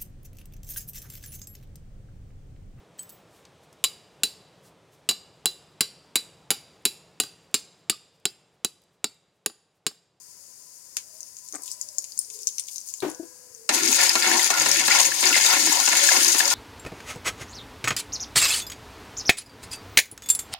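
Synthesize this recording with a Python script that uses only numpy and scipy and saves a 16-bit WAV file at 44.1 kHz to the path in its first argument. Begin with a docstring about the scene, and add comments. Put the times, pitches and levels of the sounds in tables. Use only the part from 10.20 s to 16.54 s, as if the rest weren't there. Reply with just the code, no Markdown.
"""Spices fry in hot oil in a metal wok, close to the microphone in a small, faintly humming kitchen.
At first the foam fizzes: random bubble pings over a hiss. A teaspoon ticks, droplets spit as short pings
with echoes, something shuffles, and utensils clatter down as hollow thuds, noisy clacks and ringing steel.
Then a slotted steel spoon strikes and scrapes the wok: noise bursts and stick-slip jolts ring its
resonances, the edge rasps and squeaks, and the stirred oil sizzles loudly in flaring clumps of bubbles."""
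import sys
import numpy as np
from scipy import signal
from scipy.fft import rfft, irfft, next_fast_len
from scipy.io import wavfile
from scipy.ndimage import map_coordinates

SR = 44100
rng = np.random.default_rng(int(sys.argv[2]) if len(sys.argv) > 2 else 0)


def bounce(signal):
    """Save signal as a 16-bit WAV file at the path given by the first command-line argument."""
    frames = np.transpose(np.atleast_2d(signal))
    limited = np.clip(frames, -1, 1)
    pcm = np.round(limited * 32767).astype(np.int16)
    wavfile.write(sys.argv[1], SR, pcm)


N = 279594

# fizz of the resting foam: (time [s], relative level [dB])
SIMMER = [(0.0, -49.5), (0.64, -49), (1.28, -48.5), (1.5, -48), (2.7, -46.5), (2.97, -49.5), (3.46, -51)]
# how much hot metal the stirred oil wets: (time [s], relative sizzle level [dB])
WETTING = [(3.52, -29), (3.55, -18), (3.58, -22.5), (3.83, -17), (3.97, -24), (4.25, -19), (4.33, -25.5),
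           (4.52, -18.5), (4.65, -21), (4.74, -17.2), (4.86, -18.5), (4.91, -24), (5.03, -19),
           (5.54, -18.5), (5.59, -19.5), (6.04, -17), (6.27, -22.5), (6.32, -19.5)]
# short pings in the oil, mostly single water droplets bursting; one, at 2.803 s, is a faint bright clack of the
# utensils: (time [s], peak [dB], pitch [Hz], relative bubble body [dB])
POPS = [(1.0056, -23, 6630, -22), (1.1862, -29, 6820, -18), (1.355, -20, 8330, -39),
        (1.4202, -26, 11000, -40), (1.478, -22.5, 7540, 6.5), (1.515, -17.5, 7920, -25),
        (1.6126, -15.5, 6850, -28), (1.7834, -10, 6930, -34), (1.8415, -20.5, 6760, 0),
        (1.9764, -20, 6830, -26), (1.9898, -8, 9300, -26), (2.101, -22.5, 6940, 3.5),
        (2.2711, -7, 6280, -13), (2.2883, -19.5, 6790, 3), (2.3823, -15, 5970, -2), (2.396, -15, 8900, -4),
        (2.4845, -22, 6700, 7.5), (2.559, -19.5, 6600, -13), (2.5812, -20, 5930, -12),
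        (2.6728, -30, 9370, -14), (2.7384, -18.5, 6900, -8), (2.803, -26, 4070, -9),
        (3.3482, -29, 6500, -20), (3.6762, -4.5, 5700, -11), (3.8928, -4.5, 4950, -15),
        (4.0238, -7.5, 4670, -10), (4.2436, -6.5, 6920, -21), (4.5144, -3, 5530, -15),
        (4.814, -9.5, 6690, -17), (4.8612, -7.5, 6620, -22), (5.0548, -5.5, 6920, -15),
        (5.688, -7.5, 7305, -16), (5.7707, -5, 6930, -10), (6.2267, -16, 6680, -8),
        (6.2542, -10, 5200, -27)]
# lesser droplets bursting at random: (start [s], end [s], rate [1/s], mean peak [dB])
SPITTING = [(0.998, 2.949, 12, -27.5), (3.592, 6.303, 4, -10.5)]
# the tick as the teaspoon leaves: (time [s], relative level [dB])
TEASPOON = [(0.768, -13.5)]
# utensils on the counter: (time [s], relative thud [dB], thud pitch [Hz], relative clack [dB])
KNOCKS = [(2.822, -41, 121, -26.5), (2.828, -18, 371, -28.5), (2.845, -24.5, 390, -29),
          (2.862, -22.5, 305, -40), (2.882, -26, 324, -37), (2.996, -25.5, 326, -63),
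          (3.029, -34, 336, -52)]
# ringing steel of the utensils: (pitch [Hz], relative level [dB], t60 [s])
STEEL = [(495, 5.5, 2.6), (960, 17, 0.46), (1483, 13, 0.57), (1650, 2, 1.6), (2120, -2, .4)]
# a soft shuffle beside the stove: (time [s], relative level [dB], rise [s], fade [s])
SHUFFLE = [(1.328, -43, .022, 0.038)]
# faint hollow tones in the room: (centre [s], pitch [Hz], level [dB], half length [s])
SWELLS = [(0.96, 625, -64.5, .09), (1.497, 1000, -60.5, 0.11), (1.687, 602, -64.5, 0.19),
          (2.2, 440, -54.5, 0.095), (3.426, 452, -56.5, 0.11)]
# the spoon hits the wok: (time [s], relative level [dB])
HITS = [(3.49, -9), (3.953, -10.5), (4.302, -11.5), (4.459, -12), (4.678, -11.5), (5.026, -15.5),
        (5.163, -12.5), (5.246, -14.5), (5.33, -19), (5.469, -17), (5.675, -13), (5.729, -13.5),
        (5.915, -16), (5.962, -15), (6.145, -16.5), (6.199, -18.5)]
# the spoon's edge chatters: (time [s], relative level [dB], pitch [Hz])
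SQUEAKS = [(3.904, -19, 2630), (4.1143, -12.5, 1770), (4.1944, -11, 2000), (4.7097, -8.5, 2040),
           (4.7214, -8.5, 2300), (4.78, -17, 1685), (4.9186, -16.5, 1660), (5.127, -11.5, 2710),
           (5.1422, -8.5, 2100), (5.1542, -8, 2080), (5.888, -7, 1660), (5.9178, -11.5, 2070),
           (6.2036, -7.5, 1730)]
# the spoon drags across the bottom: (time [s], length [s], relative boom [dB], groan [Hz])
DRAGS = [(3.495, 0.12, -35.5, 317.6), (3.595, .1, -31, 335), (4.047, 0.11, -31, 343),
         (4.353, 0.095, -39.5, 314), (4.555, 0.035, -32, 326.3), (5.017, 0.093, -36, 353),
         (5.351, .15, -36, 313.3), (5.672, 0.054, -41, 331), (5.928, .17, -38, 338.4)]
# the spoon sweeps up the wall: (time [s], length [s], relative rub [dB], relative edge rasp [dB], squeal [Hz])
SWEEPS = [(3.77, 0.1, -30, -25, 2307), (4.01, 0.14, -30.5, -24.5, 1799), (4.31, 0.12, -33, -29, 2100),
          (4.5, .11, -35.5, -26.5, 2330), (4.68, 0.12, -28.5, -24.5, 1972), (5.02, 0.054, -32, -23, 2510),
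          (5.13, 0.15, -39.5, -26.5, 2132), (5.26, 0.1, -28, -25, 2176), (5.44, .06, -33, -30, 1994),
          (5.68, .16, -31.5, -27, 2064), (5.88, 0.16, -34, -30.5, 1823), (6.29, 0.048, -31.5, -29.5, 2450)]
# light contact between strokes: (boom [dB], rub [dB], rasp [dB]), relative
TOUCH_DB = (-44.5, -35, -32)
# the spoon is lifted: (start [s], end [s])
LIFTED_S = (4.89, 5.01)
# the pressing spoon sets off the wok's lowest note: (time [s], relative level [dB], rise [s], t60 [s])
HUM = [(4.38, -50.5, 0.026, 2.9)]
# resonances of the wok's bottom, wall and edge: (pitch [Hz], width [Hz], relative level [dB])
BELLY = [(146.6, 11.3, -14.5), (232, 60, -8), (287, 53, -4.5), (346.4, 4, 3), (399, 22, -3.5)]
WALL = [(524, 34, -1), (572, 8.8, 4), (742, 55, 0), (800, 51, -0.5), (908, 86, 1), (999, 42, 2),
        (1079, 33, -0.5), (1373, 97, 5), (1461, 57, 7)]
EDGE = [(1682, 85, 0), (1835, 80, 1), (2007, 81, -3), (2204, 66, 2), (2390, 140, -5.5), (2657, 320, -3),
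        (3550, 100, -4), (4120, 260, -7)]
# spectra of the foam, the fine spray and the larger bubbles: (frequency [Hz], relative density [dB])
FIZZ = [(1500, -54), (2300, -26.5), (3300, -27), (4100, -20.5), (4800, -7), (6000, -7), (6800, -1.5),
        (7600, -8), (9500, -8), (12000, -14), (16000, -20)]
SPRAY = [(1500, -38.5), (4000, -9.5), (5400, -6), (5900, -3.5), (6750, 2), (7500, -6), (9500, -8),
         (12000, -13), (16000, -21)]
SPLUTTER = [(600, -35.5), (2000, -6.5), (3100, -6.5), (4100, -5.5), (4950, 1.5), (5500, -6.5), (6300, -9),
            (9000, -23), (16000, -38)]
# spectra of teaspoon, clacks, shuffle, spoon blows and room: (frequency [Hz], relative density [dB])
TICK = [(300, -30), (1000, -24), (2400, -10.5), (3700, -11.5), (5100, -5), (6000, -3.5), (6750, 2),
        (7600, -9), (9200, -8), (12000, -17), (16000, -27)]
CLACK = [(40, -23), (200, -6), (400, -2), (750, 1), (1150, -3), (1400, -8), (2500, -11.5), (4500, -16.5),
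         (10000, -28)]
RUSTLE = [(100, -22), (300, 3), (450, -0.5), (600, -4), (760, 4), (950, -14), (1150, 1.5), (1400, -4.5),
          (2200, -6), (3000, -25), (6000, -50)]
BLOW = [(40, -41), (120, -9), (260, -25), (600, 3), (1000, 6.5), (2500, -12.5), (4500, 2.5), (6800, 3.5),
        (9000, -4.5), (16000, -28)]
KITCHEN = [(15, -49), (25, -45), (76, -1.5), (273, -5), (438, -5), (513, -1.5), (589, -5), (823, -8),
           (1000, -8), (1130, -10.5), (1960, -8.5), (2210, -12.5), (2800, -14), (3640, -35), (6160, -120)]
# stereo image of the metal: (frequency [Hz], left-right correlation [0-1])
ALIKE = [(100, 1), (300, 0.82), (640, 0.58), (1400, 0.47), (3000, 0)]
# stereo balance of the metal: (frequency [Hz], left over right [dB])
LEFT = [(60, -4), (200, 4), (380, 8.5), (700, 6.5), (1290, 2.5), (2380, -1.5), (4400, 4), (15000, 10)]

TOP_HZ = 16000  # band limit of the whole scene
FOAM_DB, SPRAY_DB, SPLUTTER_DB = 3, -1.26, -7  # each layer against its level curve
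FLARE_DB, FLARE_RATE = 1.5, 49  # depth of a hot spot's flaring, curve knots a second
CHURN_DB = 3.5  # extra larger bubbles at the hardest sweep
SPIT_HZ, SPIT_SPREAD = 6760, 0.21  # lesser droplets: middle pitch and its log spread
SPIT_SCATTER_DB, SPIT_BODY_DB = 2, -12  # their level scatter and mean bubble body
PRESS_S, RELEASE_S = 0.019, 0.035  # a stroke takes hold and lets go
SKIP_S, SKIP_DB = 0.037, -5.5  # the light contact weakens just before each hit


def amp(db):
    """Decibels to gain."""
    return 10 ** (np.asarray(db) / 20)


def unit(x):
    """Scale to rms 1."""
    return x / np.sqrt(np.mean(x ** 2) + 1e-20)


def along(points, hz):
    """Read a (frequency [Hz], value) curve on a log frequency axis."""
    f, v = np.transpose(points)
    return np.interp(np.log(hz + 1), np.log(f), v)


def gain_curve(points):
    """Turn (time [s], level [dB]) points into a gain per sample."""
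    s, db = np.transpose(points)
    return amp(np.interp(np.arange(N) / SR, s, db))


def wobble(rate, size=16):
    """A smooth random curve with rate knots a second, worked out every size samples."""
    at = np.arange(0, N + size, size)
    curve = map_coordinates(rng.standard_normal(4096), [at * rate / SR], mode="wrap")
    return np.interp(np.arange(N), at, curve)


def add(track, s, sound):
    """Mix a sound into a track at time s."""
    part = track[..., round(s * SR):][..., :sound.shape[-1]]
    part += sound[..., :part.shape[-1]]


def filtered(x, response):
    """Shape x with a complex response of frequency, padded to leave room for the tail."""
    size = 2 * next_fast_len((x.shape[-1] + 8192) // 2, True)
    hz = np.fft.rfftfreq(size, 1 / SR)
    return irfft(rfft(x, size) * response(hz), size)[..., :x.shape[-1]]


def colour(x, points):
    """Give x a spectrum with a causal (minimum-phase) filter of unit power gain."""
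    def response(hz):
        cepstrum = irfft(np.log(amp(along(points, hz))))
        half = len(cepstrum) // 2
        # folding the cepstrum onto positive time makes the filter causal
        h = np.exp(rfft(2 * cepstrum[:half], 2 * half))
        size = np.abs(h)
        return unit(size) * h / size
    return filtered(x, response)


def resonate(x, modes):
    """Ring a bank of resonances of unit power gain, dark below and above its modes."""
    def response(f):
        h = 0
        for k, (centre, width, db) in enumerate(modes):
            damping = 1j * f * width
            h = h + (-1) ** k * amp(db) * damping / (centre * centre - f * f + damping)
        h = h * (f / (modes[0][0] / 2 + 1j * f)) ** 2
        h = h / (1 + 1j * f / modes[-1][0] / 2)
        return h / np.sqrt(np.mean(np.abs(h) ** 2))
    return filtered(x, response)


def place(pair):
    """Blend two unrelated signals into the left and right sound of the metal."""
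    def blend(hz):
        turn = np.arccos(np.clip(along(ALIKE, hz), -1, 1)) / 2
        return np.array([np.cos(turn), np.sin(turn)])

    def balance(hz):
        return amp(np.outer([.5, -.5], along(LEFT, hz)))

    mid, side = filtered(pair, blend)
    return filtered(np.array([mid + side, mid - side]), balance)


def lean(left_db):
    """Gains of the two channels for a given left-over-right level."""
    return amp([[left_db / 2], [-left_db / 2]])


def burst(t60):
    """Two channels of dying noise, each of energy 1."""
    t = np.arange(SR // 2) / SR
    x = rng.standard_normal((2, len(t))) * amp(-60 * t / t60)
    return x / np.linalg.norm(x, axis=1, keepdims=True)


def bowl(left_db, echo_db, echo_t60=0.085, room_db=-13, room_t60=0.75, lag=0.00038):
    """Path from a spot in the oil: direct (left first and louder), echoes inside the wok, then the kitchen."""
    path = amp(echo_db) * burst(echo_t60) + amp(room_db) * burst(room_t60)
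    path[0, 0] += 1
    path[1, round(lag * SR * rng.uniform(.5, 1.5))] += .7
    return path * lean(left_db)


def note(hz, rough_rate, drift, shake_db):
    """A rough stereo tone of rms 1 on a fixed or moving pitch; its phase and size shake."""
    phase = 2 * np.pi * np.cumsum(np.broadcast_to(hz, N)) / SR
    channels = []
    for _ in range(2):
        size = amp(shake_db * wobble(rough_rate))
        start = 2 * np.pi * rng.random()
        channels.append(size * np.sin(phase + drift * wobble(rough_rate) + start))
    return unit(np.array(channels))


def stroke(s, length, attack, release):
    """Envelope that rises at time s, holds to the end of its length and dies away."""
    t = np.arange(N) / SR - s
    return np.clip(t / attack, 0, 1) * np.exp(-np.maximum(t - length, 0) / release)


def swelling(t, rise):
    """Envelope that peaks at 1 after the rise time and then dies away."""
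    return t / rise * np.exp(1 - t / rise)


def stirring():
    """0 until the spoon lands, then a quick rise to 1."""
    return np.clip((np.arange(N) / SR - HITS[0][0]) / 0.016, 0, 1)


def strokes(starts, lengths, levels_db, touch):
    """Force of the spoon once it has landed: each stroke rises out of the light contact."""
    force = [touch]
    for s, length, db in zip(starts, lengths, levels_db):
        force.append(amp(db) * stroke(s, length, PRESS_S, RELEASE_S))
    return stirring() * np.max(force, axis=0)


def friction(rate, spread_db):
    """Stick and slip: irregular jolts of uneven size, rate a second, scaled to rms 1."""
    slips = (rng.random(N) < rate / SR) * amp(spread_db * wobble(90))
    return unit(slips * rng.standard_normal((2, N)))


def kitchen():
    """Faint room noise with a wavering whine; a few hollow tones swell and fade."""
    t = np.arange(N) / SR
    left, right, shared = colour(rng.standard_normal((3, N)), KITCHEN)
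    air = np.array([left, right]) * 1.64 + shared
    air = amp(-71.5) * air * amp(1.5 * wobble(5.06))
    whine = note(1000, rough_rate=40, drift=1.0, shake_db=2.5)
    whine = amp(-70.5 + 2.1 * wobble(9)) * whine
    swells = np.zeros((2, N))
    for s, hz, db, half in SWELLS:
        envelope = amp(db) * np.exp(-((t - s) / half) ** 2)
        swells += envelope * note(hz, rough_rate=80, drift=1.3, shake_db=1.5)
    return air + whine + swells


def bubbles(rate, spread_db, life, count, top_hz=16000):
    """Tiny steam bubbles burst at random, each a damped ping; a few are far larger than the rest."""
    when, pitch, phase, keep = rng.random((count, 4)).T
    size = amp(spread_db * np.clip(rng.standard_normal(count), -3, 2.3))
    size = size * (keep < rate * N / SR / count)  # thins the candidates to the wanted rate
    k = np.arange(160)
    cycles = top_hz * pitch[:, None] * k / SR + phase[:, None]
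    pings = np.sin(2 * np.pi * cycles) * np.exp(-k / SR / life)
    at = (when * N).astype(int)[:, None] + k
    return unit(np.bincount(at.ravel(), (size[:, None] * pings).ravel(), N)[:N])


def sizzle(grains, spectrum, hiss_db, left_db):
    """Bubbles at several spots of the bowl, over the hiss of countless smaller ones."""
    near = 0
    for spot in grains:
        near = near + signal.oaconvolve(spot[None], bowl(left_db, echo_db=0), axes=1)[:, :N]
    hiss = unit(rng.standard_normal((2, N)) * lean(left_db))
    return unit(colour(unit(near) + amp(hiss_db) * hiss, spectrum))


def churning():
    """0 to 1: how hard the spoon sweeps through the oil."""
    s, length, _, rasp_db, _ = np.transpose(SWEEPS)
    return strokes(s, length, rasp_db - rasp_db.max(), np.zeros(N))


def resting_foam(count):
    """Foam fizzes: it hisses smoothly at first and crackles once the damp powder has spread."""
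    damp = np.interp(np.arange(N) / SR, [.8, 1.5, 2.8, 3.2], [.4, 1, 1, .5])
    crackle = damp * amp(7.2 * damp * wobble(35.24))
    foam = [crackle * bubbles(rate=310, spread_db=2.5, life=0.00021, count=2500) for _ in range(count)]
    return amp(FOAM_DB) * gain_curve(SIMMER) * sizzle(foam, FIZZ, hiss_db=4.0, left_db=13.0)


def stirred_oil(count):
    """Oil over hot metal throws clumps of fine spray and larger bubbles; each spot also flares by itself."""
    clumps = amp(1.8 * wobble(65) + 2.3 * wobble(260))

    def spot(**settings):
        return clumps * amp(FLARE_DB * wobble(FLARE_RATE)) * bubbles(**settings)

    fine = [spot(rate=680, spread_db=3.5, life=0.00034, count=5500) for _ in range(count)]
    large = [spot(rate=230, spread_db=3.0, life=0.0011, count=1800, top_hz=7910) for _ in range(count)]
    spray = amp(SPRAY_DB) * sizzle(fine, SPRAY, hiss_db=-7, left_db=7)
    splutter_gain = amp(SPLUTTER_DB + CHURN_DB * churning() + 0.39 * wobble(30))
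    splutter = splutter_gain * sizzle(large, SPLUTTER, hiss_db=1.5, left_db=5.5)
    wetting = gain_curve(WETTING) * amp(.9 * wobble(55))
    return wetting * (spray + splutter)


def oil(count=4):
    """The resting foam gives way to the stirred oil's sizzle when the spoon lands."""
    on = stirring()
    return resting_foam(count) * (1 - on) + stirred_oil(count) * on


def teaspoon():
    """A bright noise tick that dies quickly, with a weaker, longer tail."""
    track = np.zeros((2, N))
    for s, db in TEASPOON:
        add(track, s, amp(db + 14.5) * (burst(0.016) + amp(-3.5) * burst(0.14)))
    return place(colour(track, TICK))


def droplets():
    """The lesser droplets at random times, as rows like those of POPS."""
    rows = []
    for start, end, rate, db in SPITTING:
        chance, scatter = rng.random((64, 2)), rng.standard_normal((64, 3))
        for (when, keep), (size, pitch, body) in zip(chance, scatter):
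            if keep < rate * (end - start) / len(chance):
                s = start + when * (end - start)
                hz = SPIT_HZ * np.exp(SPIT_SPREAD * pitch)
                rows.append((s, db + SPIT_SCATTER_DB * size, hz, SPIT_BODY_DB + 4 * body))
    return rows


def pops(rise=0.00026, snap_db=-5.5, spit_db=-14, spit_time=0.0047):
    """Each droplet bursts with a short ping, spits a little steam, and echoes in the wok; the one utensil clack
    among them sounds the same way."""
    track, t = np.zeros((2, N)), np.arange(SR // 100) / SR
    for s, db, hz, body_db in list(POPS) + droplets():
        snap, spit = rng.standard_normal((2, len(t)))
        ping = (np.sin(2 * np.pi * hz * t) + amp(snap_db) * snap) * swelling(t, rise)
        ping = ping + amp(spit_db) * spit * np.exp(-t / spit_time)
        pop = signal.fftconvolve(ping[None], bowl(left_db=7.0, echo_db=-5.0), axes=1)
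        body = [(1500, body_db - 29), (2400, body_db + 0.5), (3500, body_db + 2.5)]
        pop = colour(pop, body + [(4800, 5.5), (6800, 6), (10000, 3.0), (16000, -13.5)])
        add(track, s + .0006, amp(db) * pop / np.abs(pop.mean(0)).max())
    return track


def shuffle():
    """A soft rustle beside the stove: filtered friction under a brief envelope."""
    envelope = sum(amp(db) * stroke(s, rise, rise, fade) for s, db, rise, fade in SHUFFLE)
    return place(envelope * colour(friction(rate=1900, spread_db=3), RUSTLE))


def counter(rise=0.0049, room_db=-7):
    """Utensils knock on the hollow counter; the room answers and their steel rings on faintly."""
    thuds, clacks, steel = np.zeros(N), np.zeros((2, N)), np.zeros((2, N))
    t = np.arange(SR) / SR
    for s, thud_db, hz, clack_db in KNOCKS:
        tone = np.sin(2 * np.pi * hz * t) + amp(-14.0) * np.sin(2 * np.pi * 2.0 * hz * t)
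        add(thuds, s, amp(thud_db - 3.0) * tone * swelling(t, rise))
        add(clacks, s, amp(clack_db + 20) * (burst(0.16) + amp(1) * burst(0.28)))
    for hz, db, t60 in STEEL:
        drift = np.cumsum(rng.normal(0, 0.029, (2, len(t))), axis=1)
        ring = np.sin(2 * np.pi * hz * t + drift)
        add(steel, KNOCKS[0][0], amp(db - 57.5 - 60 * t / t60) * ring)
    answer = signal.oaconvolve(thuds[None], burst(0.24), axes=1)[:, :N]
    thuds = thuds + amp(room_db) * answer
    return thuds * amp([[3.5], [-5]]) + place(colour(clacks, CLACK) + steel)


def blows(ring_t60=0.057):
    """Each hit is a noise burst that cracks and rings all of the wok's resonances."""
    hits = np.zeros((2, N))
    for s, db in HITS:
        add(hits, s + 0.000986, amp(db) * burst(ring_t60))
    ring = amp(1.5) * resonate(hits, BELLY)
    ring = ring + amp(7.0) * resonate(hits, WALL) + amp(15.5) * resonate(hits, EDGE)
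    return place(ring + amp(18.0) * colour(hits, BLOW))


def contact():
    """Light contact wavers in pressure; it weakens as the spoon skips before each hit and is lifted once."""
    t = np.arange(N) / SR
    gaps = [(s - SKIP_S, s) for s, _ in HITS] + [LIFTED_S]
    off = np.max([np.clip((t - start) / 0.0081, 0, 1) * (t < end) for start, end in gaps], axis=0)
    return stirring() * amp(SKIP_DB * off + 0.83 * wobble(12))


def held(starts, hz):
    """Each stroke keeps its pitch until the next begins."""
    return hz[np.maximum(np.searchsorted(starts, np.arange(N) / SR) - 1, 0)]


def scrape():
    """Slips shake the wok's belly and wall, and the spoon's edge rasps; drags groan and sweeps squeal."""
    drag_s, drag_length, boom_db, groan_hz = np.transpose(DRAGS)
    sweep_s, sweep_length, rub_db, rasp_db, squeal_hz = np.transpose(SWEEPS)
    touch = amp(TOUCH_DB)[:, None] * contact()
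    boom = strokes(drag_s, drag_length, boom_db, touch[0])
    rub = strokes(sweep_s, sweep_length, rub_db, touch[1])
    rasp = strokes(sweep_s, sweep_length, rasp_db, touch[2])

    belly = amp(-5.0) * resonate(boom * friction(rate=1600, spread_db=3.5), BELLY)
    groan = note(held(drag_s, groan_hz), rough_rate=41, drift=0.94, shake_db=3.5)
    groan = amp(-5) * boom * groan
    # where the spoon touches decides which of the wall's resonances speak most
    wall = 0
    for modes, db in [(WALL[:2], -14), (WALL[2:7], -2.5), (WALL[7:], -4.5)]:
        force = rub * amp(3.05 * wobble(16) + db)
        wall = wall + resonate(force * friction(rate=1500, spread_db=1.5), modes)
    edge = resonate(rasp * friction(rate=1500, spread_db=2.5), EDGE)
    squeal = note(held(sweep_s, squeal_hz), rough_rate=260, drift=2.3, shake_db=-0.5)
    squeal = amp(-9.5) * rasp * squeal
    # dividing t60 by ln 1000 gives the decay time constant
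    hum = sum(amp(db) * stroke(s, rise, rise, t60 / np.log(1000)) for s, db, rise, t60 in HUM)
    hum = hum * note(BELLY[0][0], rough_rate=20, drift=1.0, shake_db=0.5)
    return place(belly + groan + wall + edge + squeal + hum)


def squeaks(rise=0.0019):
    """The chattering edge gives brief gritty tones of drifting phase."""
    track, t = np.zeros((2, N)), np.arange(SR // 20) / SR
    for s, db, hz in SQUEAKS:
        drift = np.cumsum(rng.normal(0, .04, (2, len(t))), axis=1)
        tone = np.sin(2 * np.pi * hz * t + drift)
        grit = amp(-7) * resonate(rng.standard_normal((2, len(t))), EDGE)
        add(track, s, amp(db - 2.5) * swelling(t, rise) * (tone + grit))
    # thin out the lows
    return place(filtered(track, lambda f: (f / (500 + 1j * f)) ** 3))


def scene():
    """The room, the oil, the utensils and the stirring spoon together."""
    before = kitchen() + oil() + teaspoon() + pops() + shuffle() + counter()
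    return before + blows() + scrape() + squeaks()


def record(dry):
    """Peaks clip at full scale; then nothing is kept above the band limit."""
    return filtered(np.clip(dry, -1, 1), lambda hz: hz < TOP_HZ)


dry = scene()
out = record(dry)
bounce(out)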